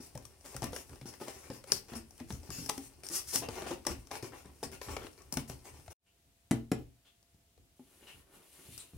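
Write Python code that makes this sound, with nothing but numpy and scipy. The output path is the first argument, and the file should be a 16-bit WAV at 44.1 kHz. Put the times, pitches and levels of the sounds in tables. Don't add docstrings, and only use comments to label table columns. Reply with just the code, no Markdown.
import sys
import numpy as np
from scipy import signal
from scipy.fft import rfft, irfft
from scipy.io import wavfile

SR = 44100
rng = np.random.default_rng(int(sys.argv[2]) if len(sys.argv) > 2 else 0)


def store_wav(level_fs):
    pcm = np.round(np.clip(np.atleast_2d(level_fs), -1, 1) * 32767)
    wavfile.write(sys.argv[1], SR, pcm.T.astype(np.int16))


N = 395577
TIME = np.arange(N) / SR
RING = TIME[:SR // 2]

# (time [s], peak level [dB], spot pitch [Hz], nominal ring t60 [s],
# wall flex before trim [dB])
PANEL_BUMPS = [(0.002, -40, 251, 0.051, -68), (0.15, -39.5, 138, 0.12, -51), (.155, -39, 603, 0.047, -61),
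               (.18, -50, 613, 0.073, -68), (0.452, -43, 590, .05, -78), (.547, -39.5, 540, 0.052, -59),
               (0.549, -40, 127, 0.13, -46), (0.621, -38, 320, .1, -43), (0.64, -31, 238, 0.13, -41),
               (0.73, -35, 500, .08, -59), (.763, -52, 697, .1, -56), (0.923, -53, 430, .1, -67),
               (1.015, -40, 136, 0.11, -70), (1.056, -36.5, 255, 0.066, -56), (1.212, -36, 372, .07, -63),
               (1.215, -41, 857, 0.1, -68), (1.281, -37, 627, 0.11, -62), (1.5009, -31, 296, .04, -57.5),
               (1.505, -39, 537, 0.11, -65), (1.72, -31, 388, 0.081, -53.5), (1.92, -38, 234, 0.11, -45),
               (1.955, -38.5, 231, 0.3, -58), (2.207, -36.5, 238, 0.24, -53),
               (2.304, -34, 199, 0.064, -42.5), (2.492, -35, 161, 0.1, -43.5), (2.585, -35, 167, 0.16, -48),
               (2.621, -44, 290, 0.21, -58), (2.662, -42, 277, 0.21, -64), (2.693, -36, 291, 0.16, -46),
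               (2.696, -32.5, 829, 0.11, -69), (2.779, -33, 272.4, 0.27, -59), (3.105, -40, 336, .1, -62),
               (3.355, -31, 279, 0.12, -45.5), (3.423, -39, 698, .08, -59), (3.486, -31, 450, .06, -52),
               (3.622, -37, 348, 0.11, -62.5), (3.708, -31.5, 351, 0.14, -49),
               (3.866, -30.5, 330, 0.1, -39), (3.903, -37, 348, 0.094, -58), (4.109, -41, 790, 0.092, -52),
               (4.229, -32.5, 389, 0.096, -51), (4.456, -44, 185, .1, -56), (4.6291, -30, 460, 0.06, -43.5),
               (4.967, -34.5, 427, 0.046, -46), (5.046, -39.5, 299, 0.12, -66),
               (5.326, -36.5, 225, 0.061, -47), (5.37, -27.5, 230, 0.052, -49),
               (5.498, -36, 148.4, 0.069, -50), (7.343, -58, 151.3, .08, -75.5),
               (7.794, -46, 253.4, 0.11, -72), (8.026, -51, 372, 0.098, -71), (8.685, -47, 124, 0.12, -52),
               (8.935, -45, 130.5, 0.073, -43)]
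# (time [s], level before trims [dB], spot pitch [Hz], slap peak [dB],
# flap rebound delay [s], rebound peak [dB])
LID_RAPS = [(6.5102, -18, 156.6, -25, 0.0047, -22), (6.7164, -19, 277.3, -29, 0.0033, -24)]
# (nominal frequency [Hz], level [dB], t60 [s])
BOX_MODES = [(78.4, -21.5, 0.3), (121.8, -0.5, 0.41), (158.7, -0.5, .14), (224.3, -5, 0.42),
             (264.5, -1, 0.19), (286.2, 0.5, 0.16), (396, -15, .12), (449.6, -7, 0.22), (512, -12, 0.11),
             (623, -23.5, 0.098), (740, -25, .12), (806, -15, 0.28)]
# (frequency [Hz], level [dB])
CRACK_COLOUR = [(150, -13), (400, 0), (800, 1.5), (1300, -5.5), (1800, -8), (2700, -10), (3800, -14),
                (8000, -20.5), (15500, -32.5)]
# (frequency [Hz], level [dB])
RASP_COLOUR = [(500, -22), (2000, -13.5), (3700, -16.5), (4400, -7), (5400, -1.5), (7000, -6), (9000, 1),
               (12000, -7.5), (15500, -10)]
# (frequency [Hz], level [dB])
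SCRAPE_COLOUR = [(100, -22), (240, -7), (370, 7), (520, -2.5), (850, -2.5), (1250, -9.5), (1700, -13),
                 (2600, -13), (3800, -23.5), (8000, -35.5), (15500, -38.5)]
# (frequency [Hz], level [dB])
TICK_COLOUR = [(200, -13.5), (500, -1), (1000, 0), (2400, -4.5), (3700, -8), (5400, -3.5), (8000, -4),
               (15500, -10)]


def undb(db):
    return 10 ** (np.asarray(db) / 20)


def unit(x):
    return x / np.sqrt(np.mean(x ** 2))


def peak(x, db):
    return x * undb(db) / np.abs(x).max()


def add(track, s, sound):
    i = max(int(s * SR), 0)
    track[..., i:i + sound.shape[-1]] += sound[..., :N - i]


def random_signs(count):
    return rng.choice([-1., 1.], count)


def colour(x, tone, size=4096):
    hz, db = np.transpose(tone)
    grid_hz = np.arange(size // 2 + 1) * SR / size
    gain = undb(np.interp(np.log(grid_hz + 1), np.log(hz), db))
    cepstrum = irfft(np.log(gain))
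    cepstrum[1:size // 2] *= 2
    cepstrum[size // 2 + 1:] = 0
    return signal.oaconvolve(x, irfft(np.exp(rfft(cepstrum))))[:len(x)]


def vary(tone, patchy_db):
    hz, db = np.transpose(tone)
    grid = np.geomspace(hz[0], hz[-1], num=30)
    common_db = np.interp(np.log(grid), np.log(hz), db)
    return np.column_stack([grid, common_db + patchy_db * rng.standard_normal(len(grid))])


def walk(rate, count=N):
    knots = rng.standard_normal(count // 100)
    return unit(np.interp(TIME[:count] * rate, np.arange(len(knots)), knots))


def envelope(t, hold_s, attack_s, release_s):
    build = 1 - np.exp(-np.maximum(t, 0) / attack_s)
    return build * np.exp(-np.maximum(t - hold_s, 0) / release_s)


def level_curve(table, axis):
    rows = np.transpose(table)
    inside = (TIME > rows[0, 0]) * (TIME < rows[0, -1])
    return undb(np.interp(TIME, rows[0], rows[axis])) * inside


def pan(x, db):
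    gains = undb(np.array([[db], [-db]]) / 2)
    return x * gains / gains.mean()


def place(x, db):
    lag = rng.choice([-2, -1, 1, 2, 2])
    padded = np.pad(x, 8)
    return pan(np.array([np.roll(padded, lag), padded])[:, :len(x)], db)


def burst(decay_s):
    return random_signs(len(RING)) * rng.uniform(0.4, 1, len(RING)) * np.exp(-RING / decay_s)


def slips(rate, spread_db, tone, grip_db, grip_rate, count=N):
    sizes = undb(spread_db * np.minimum(rng.exponential(size=count), 4))
    pulses = (rng.random(count) < rate / SR) * sizes * random_signs(count)
    return unit(colour(pulses * undb(grip_db * walk(grip_rate, count)), tone))


def dragged(length, rate, spread_db, tone, grip_db, grip_rate, count, patchy_db=4.0):
    first, last = (slips(rate, spread_db, vary(tone, patchy_db), grip_db, grip_rate, count)
                   for _ in range(2))
    turn = np.pi / 2 * np.minimum(TIME[:count] / length, 1)
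    return first * np.cos(turn) + last * np.sin(turn)


def crackle(rate, tone, count, spot_count=3):
    spots = [slips(rate / spot_count, 2.5, vary(tone, patchy_db=4.5), grip_db=2, grip_rate=40, count=count)
             for _ in range(spot_count)]
    return unit(sum(place(spot, 4.5 + 2.5 * rng.standard_normal()) for spot in spots))


def nearness(hz, reach_octaves):
    octaves = np.log2(np.array(BOX_MODES)[:, 0] / hz)
    return 1 / (1 + (octaves / reach_octaves) ** 2)


def box_ring(weights, detune):
    hz, db, t60 = np.transpose(BOX_MODES)[:, :, None]
    hz = hz * (1 + detune * rng.standard_normal(hz.shape))
    return weights @ (undb(db - 60 * RING / t60) * np.sin(2 * np.pi * hz * RING))


def spot_ring(hz, t60):
    # (nominal multiple of pitch, level [dB], share of ring t60)
    spot_modes = [(1, 4.5, 0.89), (1.45, -5.5, 0.84), (2.1, -12.5, 0.33), (2.9, -11.5, 0.78)]
    multiple, db, share = np.transpose(spot_modes)[:, :, None]
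    partials_hz = hz * multiple ** rng.uniform(0.88, 1.2)
    modes = np.sin(2 * np.pi * partials_hz * RING) * undb(db - 60 * RING / (t60 * share))
    return peak(random_signs(len(spot_modes)) @ modes, 0)


def diffuse(count, apart_hz):
    mid, side = rfft(rng.standard_normal((2, count)))
    hz = np.linspace(0, SR / 2, len(mid))
    angle = np.pi / 4 * hz / np.hypot(hz, apart_hz)
    return irfft(mid * np.cos(angle) + np.array([[1], [-1]]) * side * np.sin(angle), count)


def room(x, wet_db, first_s=0.0022):
    # (band centre [Hz], t60 [s], reflected level before wet_db [dB])
    room_bands = [(60, 0.29, -1), (166.3, 0.25, -9), (415.3, 0.31, -0.5), (1150, 0.22, 1), (2970, 0.25, 4),
                  (7300, 0.16, 1.5), (14920, 0.17, 2.5)]
    centres = np.log(np.array(room_bands)[:, 0])
    noise = rfft(diffuse(len(RING), apart_hz=300.3))
    log_hz = np.log(np.linspace(1, SR / 2, noise.shape[1]))
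    response = 0
    for share, (hz, t60, db) in zip(np.eye(len(room_bands)), room_bands):
        fade = undb(-60 * RING / t60) * (RING > first_s)
        band = irfft(noise * np.interp(log_hz, centres, share), len(RING))
        response = response + band * undb(db + wet_db) * fade / np.linalg.norm(fade)
    return x + signal.oaconvolve(x, response, axes=1)[:, :N]


def quiet(air_db=-70.5, whine_hz=682, whine_db=-83):
    # (frequency [Hz], level [dB])
    air_colour = [(18, -32), (35, -9), (70, 0), (130, -9), (300, -15), (600, -19), (1200, -24), (3000, -21),
                  (5000, -23), (9000, -22), (15500, -27)]
    air = unit(np.array([colour(ear, air_colour) for ear in diffuse(N, apart_hz=495.5)]))
    whine = np.sin(2 * np.pi * whine_hz * TIME + 1.6 * walk(16))
    return undb(air_db) * air + undb(whine_db) * whine


def wall_load(attack_s=0.026, hold_s=0.041, release_s=0.046, sway_lag_s=0.02, sway_db=-39.5):
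    # (time [s], hold [s], level before trim [dB])
    lean_pushes = [(.85, 0.1, -52), (3.08, 0.2, -66), (3.56, 0.2, -53), (4.85, 0.072, -44.5),
                   (5.72, 0.036, -50.5), (6.24, 0.026, -66), (7.32, 0.033, -65.5), (7.56, 0.034, -56),
                   (8.07, 0.13, -65)]
    pushes = [(s, hold_s, db) for s, *_, db in PANEL_BUMPS] + list(lean_pushes)
    pushes += [(s + sway_lag_s, hold_s, sway_db) for s, *_ in LID_RAPS]
    power = np.zeros(N)
    for s, length, db in pushes:
        add(power, s, (undb(db) * envelope(RING, length, attack_s, release_s)) ** 2)
    return np.sqrt(power)


def shifting(settles_s=5.93, rustle_db=-71.5, rumble_db=-65, creak_db=1, tick_db=-4, flex_trim_db=-3.0,
             apart_db=-11):
    # (frequency [Hz], level [dB])
    flex_colour = [(20, -29.5), (30, -14.5), (48, 1), (75, 3.5), (98, -6.5), (120, 3.5), (190, -16),
                   (270, -6), (500, -26), (1500, -45.5)]
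    restless = envelope(TIME, settles_s, attack_s=0.0035, release_s=0.02)
    rustle = slips(rate=1900, spread_db=1.0, tone=RASP_COLOUR, grip_db=1.5, grip_rate=24)
    creak = slips(rate=310, spread_db=-0.5, tone=SCRAPE_COLOUR, grip_db=1.0, grip_rate=32)
    ticks = crackle(rate=25, tone=TICK_COLOUR, count=N)
    card = pan(rustle + undb(creak_db) * creak, db=3.5) + undb(tick_db) * ticks
    flex, twist = (slips(rate=210, spread_db=-1.0, tone=flex_colour, grip_db=2.0, grip_rate=28)
                   for _ in range(2))
    walls = flex + np.array([[1], [-1]]) * twist * undb(apart_db)
    load = np.hypot(wall_load() * undb(flex_trim_db), restless * undb(rumble_db))
    return card * restless * undb(rustle_db) + walls * load


def thumps(contact_s=0.0025, sag=0.21, sag_s=0.011):
    # (time [s], peak level [dB], settled pitch [Hz], t60 [s])
    floor_drops = [(.621, -36, 120, 0.12), (2.323, -41.5, 115, 0.16), (3.484, -41, 95, 0.053),
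                   (3.899, -37.5, 61.7, 0.12), (4.225, -40.5, 111, .09), (5.327, -46, 127, 0.091),
                   (5.375, -38.5, 126, 0.14), (5.881, -46.5, 78.4, 0.097), (8.945, -46, 114, .14)]
    out = np.zeros(N)
    for s, db, hz, t60 in floor_drops:
        cycles = np.cumsum(hz * (1 + sag * np.exp(-RING / sag_s))) / SR
        swell = 1 - np.exp(-RING / contact_s)
        add(out, s, peak(np.sin(2 * np.pi * cycles) * swell * undb(-60 * RING / t60), db))
    return pan(out, db=3.0)


def puffs(resonance_db=-5):
    # (time [s], hold [s], level [dB], resonance pitch [Hz], relative treble [dB])
    puff_events = [(6.058, 0.013, -66, 2900, -15.5), (7.046, .015, -65, 3300, -20),
                   (7.063, 0.015, -60.5, 3400, -18), (8.011, .03, -63, 2830, -24),
                   (8.064, 0.042, -52, 2880, -22), (8.778, 0.026, -53.5, 3800, 3)]
    # (frequency [Hz], level [dB])
    treble_colour = [(1000, -37), (2400, -9), (5500, -13), (7500, 10), (9500, 9.5), (12000, -12),
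                     (15500, -22)]
    # (multiple of pitch, level [dB])
    resonance_colour = [(.25, -10.5), (.6, -10.5), (.88, -7), (1, 1.5), (1.13, -9.5), (1.5, -14),
                        (4.001, -28)]
    out = np.zeros(N)
    for s, length, db, hz, treble_db in puff_events:
        treble, resonance = (slips(6000, 2.5, tone, grip_db=1.5, grip_rate=150, count=len(RING))
                             for tone in (treble_colour, np.array(resonance_colour) * [hz, 1]))
        push = envelope(RING, length, attack_s=0.0051, release_s=0.015) * undb(db)
        add(out, s, push * (treble * undb(treble_db) + resonance * undb(resonance_db)))
    return pan(out, db=2.0)


def fur():
    # (time [s], fine hiss [dB], low rub [dB])
    slide_levels = [(7.76, -79, -90), (7.88, -72.5, -72), (7.96, -70.5, -69), (8.1, -67, -64),
                    (8.19, -66, -66), (8.25, -87, -73), (8.35, -65, -63.5), (8.42, -70.5, -68),
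                    (8.55, -63.5, -69.5), (8.63, -62.5, -63), (8.74, -59, -79), (8.82, -60.5, -74),
                    (8.87, -68.5, -77), (8.96, -68, -71)]
    # (frequency [Hz], level [dB])
    hiss_colour = [(500, -14), (1500, -9.5), (2800, -1.5), (5500, -5.5), (10500, 2), (15500, -8.5)]
    # (frequency [Hz], level [dB])
    rub_colour = [(100, -5.5), (350, -0.5), (600, -8.5), (1500, -14), (6000, -36.5)]
    hiss = slips(rate=12000, spread_db=4.0, tone=hiss_colour, grip_db=1.5, grip_rate=30)
    rub = slips(rate=810, spread_db=0.0, tone=rub_colour, grip_db=2.5, grip_rate=27)
    return pan(hiss * level_curve(slide_levels, axis=1) + rub * level_curve(slide_levels, axis=2), db=2.0)


def flap():
    # (time [s], level [dB])
    flap_levels = [(3.095, -51), (3.115, -43.5), (3.17, -38), (3.195, -44), (3.215, -75), (3.255, -55.5),
                   (3.29, -44), (3.33, -43), (3.357, -30), (3.368, -43), (3.398, -45), (3.415, -59)]
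    # (frequency [Hz], level [dB])
    flap_colour = [(500, -17), (2000, -16), (3800, -17), (4400, -11), (5300, -3), (7000, -7), (8800, -4),
                   (12000, -7.5), (15500, -15)]
    rasp = slips(rate=6000, spread_db=2.5, tone=flap_colour, grip_db=3.0, grip_rate=120)
    return place(rasp * level_curve(flap_levels, axis=1), db=3.5)


def strokes(rasp_trim_db=-1, scrape_trim_db=-1, rib_trim_db=-2.5, tick_trim_db=-3, ease_db=-4,
            bite_s=0.0031, release_s=0.0051):
    # (time [s], length [s], bright rasp before trim [dB],
    # coarse scrape before trim [dB])
    drags = [(0, 0.07, -54.5, -68), (0.441, 0.17, -57, -60.5), (0.616, 0.057, -54.5, -49),
             (0.719, 0.093, -51, -55), (0.887, 0.089, -74, -61.5), (1.059, 0.038, -50.5, -57),
             (1.117, 0.032, -59, -58.5), (1.197, 0.077, -55.5, -55), (1.27, 0.04, -52, -48),
             (1.322, 0.17, -59.5, -61.5), (1.51, 0.077, -58, -60.5), (1.669, 0.11, -55, -57),
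             (1.729, 0.048, -45.5, -73), (1.881, 0.11, -62, -54), (1.947, 0.022, -44.5, -53.5),
             (2.186, 0.019, -65, -56), (2.284, 0.079, -55.5, -61.5), (2.429, 0.092, -62.5, -63.5),
             (2.505, 0.17, -48, -65.5), (2.685, 0.017, -47, -45), (2.721, 0.15, -55, -72),
             (3.032, 0.038, -49, -57.5), (3.11, 0.095, -57, -56), (3.327, 0.045, -45.5, -46.5),
             (3.415, 0.032, -56, -44), (3.489, 0.092, -58.5, -51.5), (3.558, 0.054, -55, -44.5),
             (3.622, 0.055, -62, -45.5), (3.664, 0.069, -51.5, -45), (3.862, 0.059, -47.5, -45.5),
             (4.107, 0.068, -53.5, -46), (4.227, 0.045, -51.5, -48.5), (4.318, 0.094, -65, -56.5),
             (4.439, 0.061, -97, -63), (4.628, 0.017, -40, -50.5), (4.711, 0.039, -55, -55),
             (4.81, 0.066, -52.5, -55.5), (4.876, 0.076, -53, -49), (4.978, 0.096, -64, -52.5),
             (5.176, 0.048, -74, -61.5), (5.321, 0.014, -42.5, -47.5), (5.374, 0.027, -52, -54),
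             (5.476, 0.042, -52.5, -54), (5.64, 0.056, -57.5, -57.5), (5.726, 0.049, -65, -64),
             (5.9, 0.018, -52.5, -56)]
    out, t = np.zeros((2, N)), TIME[:SR // 3]
    for s, length, bright_db, coarse_db in drags:
        pressure = envelope(t, length, bite_s, release_s) * undb(ease_db * np.minimum(t / length, 1))
        rasp = dragged(length, rate=5000, spread_db=1.0, tone=RASP_COLOUR, grip_db=1.5, grip_rate=140.0,
                       count=len(t))
        scrape = dragged(length, rate=900, spread_db=2.0, tone=SCRAPE_COLOUR, grip_db=3.5, grip_rate=90,
                         count=len(t))
        ribs, ticks = (crackle(rate=100, tone=tone, count=len(t)) for tone in (SCRAPE_COLOUR, TICK_COLOUR))
        drag = rasp * undb(bright_db + rasp_trim_db) + scrape * undb(coarse_db + scrape_trim_db)
        knocks = ribs * undb(coarse_db + rib_trim_db)
        knocks = knocks + ticks * undb((bright_db + coarse_db) / 2 + tick_trim_db)
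        add(out, s, pressure * (place(drag, db=4.5) + knocks))
    return out


def bumps(box_db=-6, crunch_db=-7, reach_octaves=0.99, hard_db=-33, softening=0.65):
    out = np.zeros(N)
    for s, db, hz, t60, _ in PANEL_BUMPS:
        weights = nearness(hz, reach_octaves) * random_signs(len(BOX_MODES))
        ring = peak(box_ring(weights, detune=.05), box_db)
        crunch = peak(colour(burst(decay_s=0.0075), CRACK_COLOUR),
                      crunch_db + softening * min(db - hard_db, 0))
        add(out, s, peak(spot_ring(hz, t60) + ring + crunch, db))
    return pan(out, db=2.5)


def raps(thud_db=-3, contact_s=0.0014, settle_s=0.0077, settle_db=-5, rattle_db=-27, spot_db=-2,
         spot_t60=0.073, box_db=-4.5):
    # (frequency [Hz], level [dB])
    thud_colour = [(25, -51), (60, -28.5), (130, 3.5), (320, 5), (520, -9), (900, -19.5), (2000, -35.5),
                   (6000, -69.5)]
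    # (frequency [Hz], level [dB])
    slap_colour = [(200, -1), (500, 4), (1100, -2), (2600, -5.5), (4300, -10.5), (7000, -5), (11000, -10),
                   (15500, -24.5)]
    out = np.zeros(N)
    give = 1 - np.exp(-RING / contact_s)
    for s, db, hz, slap_db, rebound_s, rebound_db in LID_RAPS:
        weights = nearness(hz, reach_octaves=1.8) * random_signs(len(BOX_MODES))
        ring = box_ring(weights, detune=0.0087)
        add(out, s, peak(ring * give, db + box_db))
        add(out, s, peak(spot_ring(hz, spot_t60) * give, db + spot_db))
        add(out, s, peak(colour(burst(decay_s=0.013), thud_colour) * give, db + thud_db))
        add(out, s + settle_s, peak(colour(burst(decay_s=0.0058), thud_colour), db + settle_db))
        add(out, s, peak(colour(burst(decay_s=0.0035), slap_colour), slap_db))
        add(out, s + rebound_s, peak(colour(burst(decay_s=0.0015), slap_colour), rebound_db))
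        add(out, s, peak(colour(burst(decay_s=0.037), CRACK_COLOUR), db + rattle_db))
    return pan(out, db=2.0)


def handle_ring(detune=0.023, uneven_db=7.0):
    # (nominal frequency [Hz], nominal level [dB], t60 [s])
    handle_modes = [(5280, -1, 0.012), (6080, -2.5, 0.014), (7600, -5, .012), (8520, -3.5, 0.016),
                    (10120, -7.5, .012)]
    hz, db, t60 = np.transpose(handle_modes)[:, :, None]
    shift, strength = rng.standard_normal((2, len(handle_modes), 1))
    decay = undb(db + uneven_db * strength - 60 * RING / t60)
    return (decay * np.sin(2 * np.pi * hz * (1 + detune * shift) * RING)).sum(axis=0)


def claws(snap_trim_db=2, crack_trim_db=2, handle_db=-8, second_db=-10, second_s=0.0016, side_db=6.5,
          side_spread_db=0.5):
    # (time [s], snap level before trim [dB],
    # woody crack relative to snap level, before trim [dB])
    catches = [(0.1528, -40, -9), (0.176, -35, -10), (0.2525, -35.5, -16.5), (0.41, -50, -7),
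               (0.46, -41, -8), (0.5439, -48, 5), (0.565, -28.5, -10), (0.6208, -28, -4.5),
               (.629, -34.5, 3), (0.6419, -26, -16), (0.7316, -48.5, 13), (0.7626, -32.5, 0.5),
               (0.894, -45, -7), (.932, -54, 7), (.9572, -48, -3.5), (1.0128, -47, 3), (1.057, -42.5, -13),
               (1.1382, -43.5, -4), (1.212, -42, -15), (1.2822, -35.5, -2), (1.502, -40.5, -22.5),
               (1.64, -42, -4.5), (1.718, -28, -18), (1.7199, -7.5, -22.5), (1.9348, -45.5, 6),
               (2.1077, -43, -12), (2.1792, -43, -17), (2.2009, -45, 1), (2.3043, -44.5, 7),
               (2.3245, -35.5, -28), (2.4318, -44, -11), (2.504, -31.5, -10.5), (2.6612, -31, -14),
               (2.6915, -22.5, -10), (2.6952, -18, -8.5), (2.7785, -32, -8), (3.035, -42, -4),
               (3.0667, -33, -25), (3.0875, -30, -28), (3.1, -37, -12), (3.3585, -12.5, -21),
               (3.425, -46, 4), (3.4873, -34.5, -3.5), (3.5602, -45, 2), (3.684, -42, 3), (3.736, -43, 0),
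               (3.6208, -39.5, 3), (3.711, -40, 4), (3.851, -42, 1), (3.8667, -22, -8.5), (3.8684, -20, -9),
               (4.0714, -45, -6.5), (4.113, -35, 1), (4.154, -38, 0), (4.226, -36, -8), (4.3217, -55, 5),
               (4.4578, -50, -0.5), (4.6298, -35.5, 0), (4.6362, -31.5, -9.5), (4.724, -43, -22),
               (4.815, -37.5, 1.5), (4.893, -38, -3), (4.966, -34.5, 5), (5.0677, -48.5, 8.5),
               (5.1308, -52, -17), (5.2196, -47, -19), (5.3245, -24, -28), (5.3397, -28.5, -19),
               (5.3708, -21.5, -7), (5.4979, -34, -7), (5.8795, -51, 10), (7.228, -57, -8),
               (7.344, -64.5, -2), (7.5767, -63, 5), (8.778, -32.5, -23)]
    # (frequency [Hz], level [dB])
    snap_colour = [(500, -33), (2000, -16), (3700, -19), (4500, -8.5), (5300, 1), (7000, -5.5),
                   (8800, -2.5), (12000, -9.5), (15500, -11)]
    out = np.zeros((2, N))
    for s, db, woody_db in catches:
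        second = np.roll(burst(decay_s=0.0021), int(second_s * SR))
        force = burst(decay_s=0.00065) + undb(second_db) * second
        snap = peak(colour(force, snap_colour), db + snap_trim_db)
        handle = peak(handle_ring(), db + handle_db)
        crack = colour(burst(decay_s=0.0037), vary(CRACK_COLOUR, patchy_db=4.0))
        crack = peak(crack, db + woody_db + crack_trim_db)
        add(out, s, place(snap + handle + crack, side_db + side_spread_db * rng.standard_normal()))
    return out


def scene():
    soft = room(strokes() + flap() + shifting() + fur() + puffs(), wet_db=0.0)
    blows = room(bumps(), wet_db=-4.0) + room(raps() + thumps(), wet_db=-5.0)
    return quiet() + soft + blows + room(claws(), wet_db=-9.5)


def record(dry, low_hz=32, top_hz=15800, dip_at_s=5.93, dip_hold_s=0.061, dip_db=-41.5, dip_return_s=0.039):
    # (frequency [Hz], left minus right [dB])
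    ear_colour = [(120, 0), (300, 0), (1000, -2), (2200, 1.5), (4800, 4), (8000, 0), (12500, -1)]
    ears = np.array([colour(ear, np.array(ear_colour) * [1, side / 2]) for ear, side in zip(dry, (1, -1))])
    heard = signal.sosfilt(signal.butter(3, low_hz, "high", fs=SR, output="sos"), ears)
    dip = undb(dip_db * envelope(TIME - dip_at_s, dip_hold_s, attack_s=0.0024, release_s=dip_return_s))
    return signal.sosfilt(signal.ellip(10, .2, 70, top_hz, fs=SR, output="sos"), heard * dip)


dry = scene()
out = record(dry)
store_wav(out)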